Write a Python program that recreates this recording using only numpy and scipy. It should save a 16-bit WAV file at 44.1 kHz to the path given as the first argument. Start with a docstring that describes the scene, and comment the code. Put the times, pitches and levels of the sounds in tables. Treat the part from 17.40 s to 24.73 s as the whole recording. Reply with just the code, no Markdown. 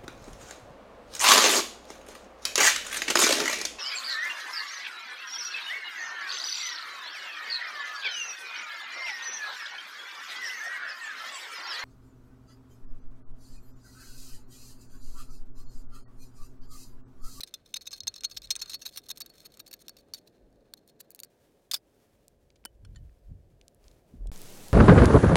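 """A folding opener works round the rim of a full steel can in a tent: ringing bites, tears and noisy slides of the blade.
The murk outside, a far engine drone and deep wind eddies on the microphone lie under it from the start.
Evenly repeated ticks end the cutting, sleeves rustle as grainy noise, the opener lands among gear in ringing bursts,
small clicks follow, fingers bend the ringing lid up, one is licked, and a knock sets the mount swinging as a low sine.
After a hard cut and a moment of silence, a burner roars in coloured noise under the sizzle and spits of a stew."""
import sys
import numpy as np
from scipy import signal
from scipy.fft import rfft, irfft
from scipy.io import wavfile
from scipy.ndimage import uniform_filter1d

SR = 44100
rng = np.random.default_rng(int(sys.argv[2]) if len(sys.argv) > 2 else 0)


def voltage_ratio(level):
    """Linear amplitude factor for a level in decibels (scalar or array-like)."""
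    return 10 ** (np.asarray(level, float) / 20)


def inscribe(sig):
    """Save sig as 16-bit PCM at rate SR to the path in sys.argv[1].

    A 1-D sig is mono; a 2-D sig holds one channel per row.
    Samples are clipped to [-1, 1] before scaling.
    """
    pcm = np.round(np.clip(np.atleast_2d(sig).T, -1, 1) * 32767)
    wavfile.write(sys.argv[1], SR, pcm.astype(np.int16))


N = 323253
T = np.arange(N) / SR  # s
SPAN = 8192  # samples in the window of one blow

# blade snapping against the rim: [t/s, level/dB, fade/ms]
SNAPS = [(.0056, -33.5, 5.2), (.01, -37, 4.5), (0.0339, -29, 4.7), (0.0735, -50, 9.2), (0.1401, -32.5, 4.9),
         (0.2602, -54, 3), (0.3576, -43, 4.3), (0.41, -46, 11), (0.416, -48.5, 8), (.4564, -49.5, 5.6),
         (.508, -46.5, 2.2), (0.515, -43, 12), (.529, -35, 10.5), (.5597, -49, 1), (0.6047, -31.5, 0.67),
         (.634, -43, 1.3), (0.6707, -29, 1.4), (.7411, -40.5, 1.8), (0.8078, -43.5, 2),
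         (0.8361, -33.5, 0.9), (0.8427, -32, 1.9), (0.9128, -41.5, 8), (1.0192, -44.5, 0.98),
         (1.0726, -48, .8), (1.1049, -22, 9.8), (1.1546, -32, 2.2), (1.1629, -29.5, .8),
         (1.2586, -43.5, 2.1), (1.2957, -36.5, 3.9), (1.3137, -41, 15), (1.334, -34, 1.2),
         (1.477, -42.5, 1.5), (1.573, -32, 9.6), (1.686, -43.5, 2.2), (1.692, -38, 1.5),
         (1.7019, -31.5, 5.8), (1.779, -44.5, 1.9), (1.804, -37, 2.6), (1.8606, -44, 4.3), (1.9, -51.5, .4),
         (2.054, -46.5, 2.2), (2.1725, -48.5, .6), (2.3118, -46, 3.4), (2.3287, -41.5, 6.7),
         (2.4824, -36, 0.94), (2.494, -40, 0.68), (2.5673, -51, 2.4), (2.737, -30.5, 0.7),
         (2.7445, -37.5, 5.3), (3.3375, -35.5, 0.98), (3.4765, -53.5, 2.9), (3.6044, -43.5, 1.7),
         (3.8017, -37, 0.39)]
# blade tearing through the steel: [t of the peak/s, level/dB, build-up/ms, fade/ms]
TEARS = [(0.3419, -26, 2.1, 0.86), (0.37, -31.5, 10.5, 2.6), (0.475, -32.5, 8.7, 3), (0.6774, -23, 3.5, 4),
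         (.7618, -39.5, 6, 6.1), (0.783, -45, 5, 1.3), (0.8476, -23, 5.3, 4.9), (.974, -30, 8.2, 5.2),
         (1.0448, -44, 10, 8.8), (1.2023, -41, 12, 2.4), (1.2182, -29.5, 3.3, 6.6), (1.279, -49.5, 5.2, 22),
         (1.3075, -40, 11, 1.2), (1.3445, -30.5, 4.5, 7), (1.4207, -40.5, 6.6, 9.4), (1.455, -40, 2.8, 5.1),
         (1.466, -31, 10, 3.5), (1.535, -52.5, 1.4, 26), (1.562, -41, 2.9, 4.1), (1.7145, -32, 4, 2.2),
         (1.809, -37.5, 3.1, 3.7), (1.8177, -34, 2, 2.4), (2.067, -44, 19, 1.5), (2.2024, -38.5, 8.9, 3.4),
         (2.278, -50, 1.8, 4.7), (2.339, -37, 2.1, 2.7), (2.423, -54, 17, 1.4), (2.5924, -61.5, 11, 8.8),
         (2.786, -56, 12, 1.2), (2.876, -54, 4.2, 3), (3.6108, -41.5, 11, 1.6)]
# blade dragging between bites: [t/s, level/dB]
SCRAPE = [(0, -70), (.2, -76), (.28, -77.5), (1.0, -71), (1.3, -61), (1.38, -76), (2.0, -71), (2.3, -76),
          (2.7, -77), (3.05, -82.5), (3.9, -80)]
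# blade sliding along the rim to its next hold: [start t/s, length/s, drive level before the rim colours it/dB]
SLIDES = [(0.073, 0.019, -58.5), (0.25, 0.073, -65.5), (0.41, 0.024, -54), (0.547, 0.041, -60),
          (0.898, 0.024, -56.5), (0.943, 0.017, -58.5), (1.029, 0.031, -56.5), (1.39, 0.03, -58),
          (1.476, .025, -56), (1.512, .05, -58.5), (1.632, .035, -56.5), (1.756, 0.035, -57.5),
          (1.936, 0.1, -61), (2.121, .035, -60), (2.263, 0.022, -57), (2.389, .04, -60),
          (2.452, 0.024, -67), (2.569, 0.041, -60), (2.739, 0.051, -57), (2.86, 0.04, -71.5),
          (3.371, .022, -67), (3.485, 0.023, -65.5), (3.593, 0.0096, -62)]
# evenly repeated ticks, the first two bright, as sped-up sound repeats fragments: [level/dB, fade/ms,
# treble/dB]
REPEATS = [(-41.5, 0.95, 18), (-41.5, .3, 17), (-43.5, 2.1, -1), (-33.5, 1.2, 2.5)]
# resonances of the can, before each contact's own mix and damping: [f/Hz, level/dB, t60/s]
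CAN_MODES = [(1151, -11, .025), (1571, -9.5, .04), (2280, -5, 0.01), (2550, -9, 0.041), (3550, -4, .05),
             (3725, 5.5, 0.025), (4134, 12, 0.02), (4237, 3, 0.071), (4987, 1.5, .02), (5340, 6, 0.02),
             (6190, 7.5, 0.02), (6850, 2, 0.009), (8320, 4.5, 0.015), (9260, -6, 0.023), (10910, 1, 0.017),
             (12770, 2, 0.02), (13600, 2.5, .015), (15400, -5.5, .011)]
# pitch of the can as the lid comes free: [t/s, factor]
CAN_PITCH = [(0, 1.0), (1.8, 1.03), (2.9, 1.08)]
# ring left once the lid hangs loose, before the hand damps it: [t/s, share of t60]
LOOSE_LID = [(2.6, 0.93), (3.3, 0.55)]
# treble of the blade contacts before scatter: [t/s, level/dB]
CONTACT_TREBLE = [(0, -9.5), (.6, -15.5), (1.2, -13), (1.75, -3.5), (2.4, 0), (2.8, -5), (3.6, 6.5)]
# wind on the microphone, level of its upper eddies: [t/s, level/dB]
WIND = [(0, -77), (.9, -72), (1.05, -62), (1.3, -73.5), (2.9, -79), (3.05, -68.5), (3.7, -88), (5.28, -70),
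        (5.45, -52.5), (5.68, -50.5), (5.8, -70.5), (5.92, -44), (6.0, -56), (6.35, -77), (6.47, -60),
        (6.7, -73.5), (6.76, -54.5)]
# the mount swinging after a knock: [t/s, f/Hz, level/dB]
MOUNT_SWING = [(6.73, 41, -74), (6.812, 38.1, -36), (6.9, 40, -31.5)]
# tone of the murk outside: [f/Hz, relative level/dB]
FIELD_TONE = [(59, -30.5), (100, -5), (308, -3), (335, -3), (558, -4), (1420, -32), (1580, -21.5),
              (2130, -33), (12100, -41.5), (16000, -41.5)]
# sleeves and hands moving: [t of the peak/s, level/dB, swell/s, fade/s]
RUSTLES = [(4.05, -75, .15, 0.17), (4.632, -71, 0.091, 0.14), (5.6, -89, 0.099, 0.33),
           (6.46, -67.5, 0.034, 0.081), (6.7, -76, 0.12, .08)]
# opener landing among gear: [t/s, level/dB, build-up/ms, fade/ms]
DROP = [(4.3136, -25.5, 1.2, 6.8), (4.33, -40, .7, 2.1), (4.3354, -24.5, .4, 4.1),
        (4.3421, -20.5, 2.3, 7.5), (4.3629, -40.5, 8.2, 8.5)]
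# resonances of the gear, before each hit's own mix and damping: [f/Hz, level/dB, t60/s]
GEAR_MODES = [(1700, 4, 0.005), (2420, -6.5, 0.025), (3572, -2, 0.019), (4250, 2.5, 0.014),
              (4900, 2.5, 0.016), (5400, -6, 0.02), (9520, -1, 0.013), (12400, -3.5, 0.012)]
# small clicks and knocks of fingers, lips, gear and the mount: [t/s, level/dB, fade/ms, centre f/Hz]
CLICKS = [(4.8818, -48.5, 0.21, 8300), (5.1034, -59, 1.5, 3280), (5.158, -62.5, 6.5, 3500),
          (5.241, -61, .6, 1750), (5.252, -48, 9.4, 249), (5.695, -67, 1, 1990), (6.2133, -53, 1.85, 3480),
          (6.2816, -47.5, 0.1, 6400), (6.347, -55.5, 0.36, 11990), (6.4408, -61.5, 2.6, 4070),
          (6.482, -51.5, .25, 4400), (6.5137, -60, 3.2, 4900), (6.74, -42.5, 9.6, 111),
          (6.808, -51, 3.2, 347), (6.8582, -47, 0.83, 396), (6.8711, -51, 2.6, 5300)]
# fingers on the lid: [t/s, level/dB, fade/ms, treble/dB, f of the mode woken most/Hz]
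LID_TOUCHES = [(5.2516, -34, 2.1, -0.5, 900), (5.256, -36, 2.2, 3, 2970), (5.4496, -53.5, 4.7, -12.5, 3450),
               (5.549, -65, 1.4, -25, 1450), (5.559, -51.5, 7.6, -29, 1820)]
# resonances of the lid, before each touch's own mix and damping: [f/Hz, level/dB, t60/s]
LID_MODES = [(900, 1.5, 0.012), (1450, 11, 0.016), (1820, -13, 0.1), (3007, -9, 0.089), (3450, -6.5, 0.018),
             (4400, 5, 0.022), (5300, 2, 0.011), (7200, -2.5, 0.027), (9160, 5.5, 0.01085)]
# tone of burner and stew: [f/Hz, relative level/dB]
STEW_TONE = [(24, -30), (40, -10), (54, -4), (199, 3.5), (231, -2), (455, -3), (1410, -15), (7000, -14),
             (16000, -22)]
# fat spitting in the pot: [t/s, level/dB, centre f/Hz]
SPITS = [(6.9603, -44, 3440), (6.9766, -47, 6100), (7.0171, -41, 7800), (7.2839, -43, 5400)]

SNAP_RISE_MS = 0.5
REPEATS_S, REPEAT_GAP_S = 3.7056, 0.0428  # first tick, spacing
ECHO_S, ECHO_DB, ECHO_RISE_MS = 0.014, -14.5, 10  # delay, level against its tick, swell
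STRAYS, STRAY_FADE_MS = 45, 2.5  # count, mean fade
STRAY_OVER_DRAG_DB, STRAY_SCATTER_DB = 7, 6
CUT_OUT_S, CUT_IN_S = 6.899, 6.9167


def curve(rows, column=1):
    """One column of a table, drawn out sample by sample."""
    return np.interp(T, *np.transpose(rows)[[0, column]])


def columns(*cols):
    """Rows from columns; single numbers are repeated."""
    return np.transpose(np.broadcast_arrays(*cols))


def unit(x):
    """Scales a sound to rms 1."""
    return x / np.sqrt(np.mean(x ** 2))


def colour(x, points):
    """Filters by (Hz, dB) points along log frequency and scales to rms 1."""
    hz, db = np.transpose(points)
    f = np.arange(len(x) // 2 + 1) * SR / len(x) + 1
    gain = voltage_ratio(np.interp(np.log(f), np.log(hz), db))
    return unit(irfft(rfft(x) * gain, len(x)))


def walk(rate):
    """Random levels of rms 1, each held 1 / rate s and slewed into the next."""
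    hold = int(SR / rate)
    levels = np.repeat(rng.standard_normal(N // hold + 1), hold)
    return unit(uniform_filter1d(levels, hold)[:N])


def grit(shape, spread_db):
    """Noise whose grains have a long but bounded tail of sizes."""
    steps = np.minimum(rng.exponential(size=shape), 6)
    return rng.standard_normal(shape) * voltage_ratio(spread_db * steps)


def ringing(modes, gain, pitch, free):
    """Frequency response of decaying modes, one row for each blow; a grip shortens them."""
    hz, db, t60 = np.transpose(modes)
    decay = np.log(1000) / (free[:, None] * t60 * SR)
    pole = np.exp(2j * np.pi * pitch[:, None] * hz / SR - decay)
    z = np.exp(-2j * np.pi * np.arange(SPAN // 2 + 1) / SPAN)
    weight = gain * voltage_ratio(db)
    return sum(weight[:, k, None] / (1 - pole[:, k, None] * z) for k in range(len(hz)))


def blows(rows, response, spread_db):
    """Bursts of grains that build up and fade by 10 dB in the given times, rung through a response each."""
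    rows = np.asarray(rows, float)
    ms = (np.arange(SPAN) - SPAN // 4) * 1000 / SR
    rise = np.maximum(-ms, 0) / np.maximum(rows[:, 2:3], 0.05)
    rise = rise + 8 * np.maximum(rise - 1, 0)  # contact begins abruptly
    fade = (np.maximum(ms, 0) / np.maximum(rows[:, 3:4], 0.05)) ** 1.24
    grains = grit(rise.shape, spread_db) * voltage_ratio(-10 * (rise + fade))
    sound = irfft(rfft(grains) * response, SPAN)
    peak = np.sqrt(uniform_filter1d(sound ** 2, size=66).max(axis=1))  # loudest 1.5 ms
    out = np.zeros(N + 2 * SPAN)
    for row, burst, top in zip(rows, sound, peak):
        start = int(row[0] * SR) + SPAN - SPAN // 4
        out[start:start + SPAN] += burst * voltage_ratio(row[1]) / top
    return out[SPAN:SPAN + N]


def metal(rows, modes, lows_db, crack_db, spread_db, thin_hz, pitch=1., free=1., favour_db=0):
    """Each contact wakes the modes in its own mix over a toneless crack; lows and treble follow the contact."""
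    rows = np.asarray(rows, float)
    chance = rng.standard_normal((len(rows), 2, len(modes)))
    gain = voltage_ratio(4 * chance[:, 0] + favour_db) * np.sign(chance[:, 1])
    detune = 1 + 0.009 * chance[:, 1, 0]
    free = np.clip(free + np.zeros(len(rows)), 0.05, 1)
    body = ringing(modes, gain, pitch * detune, free) + voltage_ratio(np.reshape(crack_db, (-1, 1)))
    f = np.arange(SPAN // 2 + 1) * SR / SPAN
    low = 1 / (1 + (f / 3000) ** 8)
    high = 1 / (1 + (7500 / (f + 1)) ** 8)
    thin = 1 / (1 + (thin_hz / (f + 1)) ** 3)  # small things radiate little bass
    bands = [thin * low, 1 - low - high, high]
    levels = [np.reshape(lows_db, (-1, 1)), 0, rows[:, 4:5]]
    response = 0
    for band, db in zip(bands, levels):
        part = band * body
        response = response + voltage_ratio(db) * part / np.linalg.norm(part, axis=1, keepdims=True)
    return blows(rows, response, spread_db)


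def repeats():
    """Ticks 43 ms apart, as sped-up sound repeats fragments, each with a weaker, slowly swelling echo."""
    db, fade, bright = np.transpose(REPEATS)
    s = REPEATS_S + REPEAT_GAP_S * np.arange(len(db))
    ticks = columns(s, db, SNAP_RISE_MS / 2, fade, bright)
    echoes = columns(s + ECHO_S, db + ECHO_DB, ECHO_RISE_MS, fade, np.mean(bright))
    return np.vstack([ticks, echoes])


def contacts():
    """Touches of blade and can, then the repeats, as rows (s, dB, build-up ms, fade ms, treble dB)."""
    s, db, fade = np.transpose(SNAPS)
    snaps = columns(s, db, SNAP_RISE_MS, fade)
    # stray small contacts follow the level of the drag
    luck = rng.random((STRAYS, 3))
    when = luck[:, 0] * SCRAPE[-1][0]
    drag_db = np.interp(when, *np.transpose(SCRAPE))
    size = drag_db + STRAY_OVER_DRAG_DB + STRAY_SCATTER_DB * (2 * luck[:, 1] - 1)
    strays = columns(when, size, SNAP_RISE_MS, -STRAY_FADE_MS * np.log(1 - luck[:, 2]))
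    rows = np.vstack([snaps, TEARS, strays])
    treble = np.interp(rows[:, 0], *np.transpose(CONTACT_TREBLE))
    treble = treble + 2 * rng.standard_normal(len(rows))  # dB of scatter
    return np.vstack([np.c_[rows, treble], repeats()])


def bites():
    """Snaps, tears, strays and repeats ring the can, each damped differently by the hand."""
    rows = contacts()
    s, treble_db = rows.T[[0, 4]]
    grip = rng.uniform(0.6, 1, len(s))
    # brighter contacts also gain lows, and crack more than they ring
    return metal(rows, CAN_MODES, lows_db=-11.5 + 0.43 * treble_db, crack_db=31 + 0.2 * treble_db,
                 spread_db=3.5, thin_hz=700, pitch=np.interp(s, *np.transpose(CAN_PITCH)),
                 free=np.interp(s, *np.transpose(LOOSE_LID)) * grip)


def drag(can):
    """Fine ticks of tearing steel excite the can between bites."""
    tearing = grit(N, 4) * voltage_ratio(3 * walk(45))
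    rung = signal.fftconvolve(tearing, irfft(can + voltage_ratio(38.5), SPAN))[:N]
    rung = colour(rung, [(500, -28.5), (1200, 13.5), (4000, 2), (16000, -11.0)])
    return rung * voltage_ratio(curve(SCRAPE)) * (T < SCRAPE[-1][0])


def slides(can):
    """The edge catches and slips along the rim, as uneven grains rung through the can."""
    strokes = 0
    for start, length, db in SLIDES:
        to_edge = np.minimum(T - start, start + length - T)
        strokes = strokes + voltage_ratio(db) * np.clip(to_edge / 0.006 + 0.5, 0, 1)
    catches = unit(grit(N, 5) * voltage_ratio(5 * walk(250)))
    rim = irfft(can + voltage_ratio(24), SPAN)
    rung = signal.fftconvolve(catches * strokes, rim / np.linalg.norm(rim))[:N]
    return signal.sosfilt(signal.butter(2, 1500, "high", fs=SR, output="sos"), rung)


def opener():
    """Bites and tears on the rim, with the blade sliding and dragging unevenly between them."""
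    can = ringing(CAN_MODES, np.ones((1, len(CAN_MODES))), np.array([1.01]), np.array([0.6]))[0]
    return bites() + slides(can) + drag(can)


def wind():
    """Deep, lumpy eddies on the microphone: two bands of low noise, the upper one gusting."""
    shut = [(1500, -120)]  # nothing left above
    deep = colour(rng.standard_normal(N), [(12, -27.5), (25, 16.5), (60, 18.5), (90, -44)] + shut)
    gusts = rng.standard_normal(N) * voltage_ratio(4.2 * walk(25))
    upper = colour(gusts, [(50, -42), (75, 4), (150, -6.0), (350, -30.5)] + shut)
    return (voltage_ratio(2.0) * deep + upper) * voltage_ratio(curve(WIND))


def field():
    """Distant murk of wind and land through the tent wall, as wavering coloured noise."""
    return voltage_ratio(-67 + 2.0 * walk(0.8)) * colour(rng.standard_normal(N), FIELD_TONE)


def engine_drone():
    """Faint far engine: harmonics 3 to 5 of 140.3 Hz, each coming and going by itself."""
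    harmonics = sum(voltage_ratio(2.3 * walk(2.9)) * np.sin(2 * np.pi * k * 140.3 * T) for k in range(3, 6))
    return voltage_ratio(-83) * harmonics


def cloth():
    """Fine uneven grains of fabric and skin; each move swells and fades by 10 dB in its times."""
    grains = grit(N, 2.5) * voltage_ratio(1.5 * walk(30))
    rub = colour(grains, [(600, 3.5), (1500, -0.5), (5000, -5.0), (16000, -9.5)])
    moves = voltage_ratio(-80.5)  # constant floor of the rubbing
    for s, db, swell, fade in RUSTLES:
        moves = moves + voltage_ratio(db - 10 * np.maximum((s - T) / swell, (T - s) / fade))
    return rub * moves * (T > 3.9)


def gear_drop():
    """The opener lands among gear: short damped rings over a toneless crack."""
    rows = columns(*np.transpose(DROP), -5)  # treble dB
    return metal(rows, GEAR_MODES, lows_db=-16, crack_db=28, spread_db=-0.5, thin_hz=900, free=0.69)


def clicks(s, db, fade_ms, centre, octaves):
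    """Short toneless ticks: grains through a bell-shaped band round a centre pitch."""
    f = np.arange(SPAN // 2 + 1) * SR / SPAN + 1
    band = np.exp(-(np.log2(f / centre[:, None]) / octaves) ** 2)
    return blows(columns(s, db, 0.11, fade_ms), band, spread_db=-2)


def lid():
    """Fingers bend the lid up; the place of the finger favours one mode, softer touches keep to the middle."""
    s, db, fade, treble_db, woken = np.transpose(LID_TOUCHES)
    near = np.abs(np.transpose(LID_MODES)[0] / woken[:, None] - 1) < 0.12
    # the grip leaves 0.73 of the ring
    return metal(columns(s, db, 0.78, fade, treble_db), LID_MODES, lows_db=1.0 + 0.16 * treble_db,
                 crack_db=25.0, spread_db=3.0, thin_hz=399, free=0.73, favour_db=16 * near)


def mount_swing():
    """The knocked mount swings at a low, gliding pitch, as a sine of changing level."""
    since = np.maximum(T - MOUNT_SWING[0][0], 0)
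    phase = 2 * np.pi * np.cumsum(curve(MOUNT_SWING) * (since > 0)) / SR
    level = np.sqrt(2) * voltage_ratio(curve(MOUNT_SWING, column=2))  # table levels are rms
    return level * np.sin(phase) * np.clip(since / 0.03, 0, 1)


def stew():
    """Burner roar and dense sizzle with spits of fat; a slow sway of air pressure settles under it."""
    roar = colour(rng.standard_normal(N), STEW_TONE)
    sizzle = colour(grit(N, 10.0), [(900, -21.0), (3000, -3.0), (16000, 2.0)])
    fry = voltage_ratio(-50 + 1.0 * walk(11)) * (roar + voltage_ratio(-11.5) * sizzle)
    t = np.maximum(T - CUT_IN_S, 0)
    sway = (0.0053 + 0.017 * np.exp(-t / 0.071)) * np.cos(2 * np.pi * 11.3 * t)
    s, db, centre = np.transpose(SPITS)
    return fry + sway + clicks(s, db, 0.4, centre, octaves=1.5)


def scene():
    """The tent up to the cut, a gap, then the pot."""
    tent = opener() + wind() + field() + engine_drone() + cloth() + gear_drop()
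    tent = tent + clicks(*np.transpose(CLICKS), octaves=1.09) + lid() + mount_swing()
    until_cut = np.clip((CUT_OUT_S - T) / 0.0034 + 0.5, 0, 1)
    return (tent * until_cut + stew() * (T > CUT_IN_S))[None]


def low_pass(x):
    """Removes everything above the highest recorded frequency."""
    return signal.sosfilt(signal.butter(12, 16810, fs=SR, output="sos"), x)


def record(dry):
    """The microphone loses the very top, by a steep low-pass."""
    top = signal.butter(8, 15900, fs=SR, output="sos")
    mix = signal.sosfilt(top, dry)
    return low_pass(mix)


dry = scene()
out = record(dry)
inscribe(out)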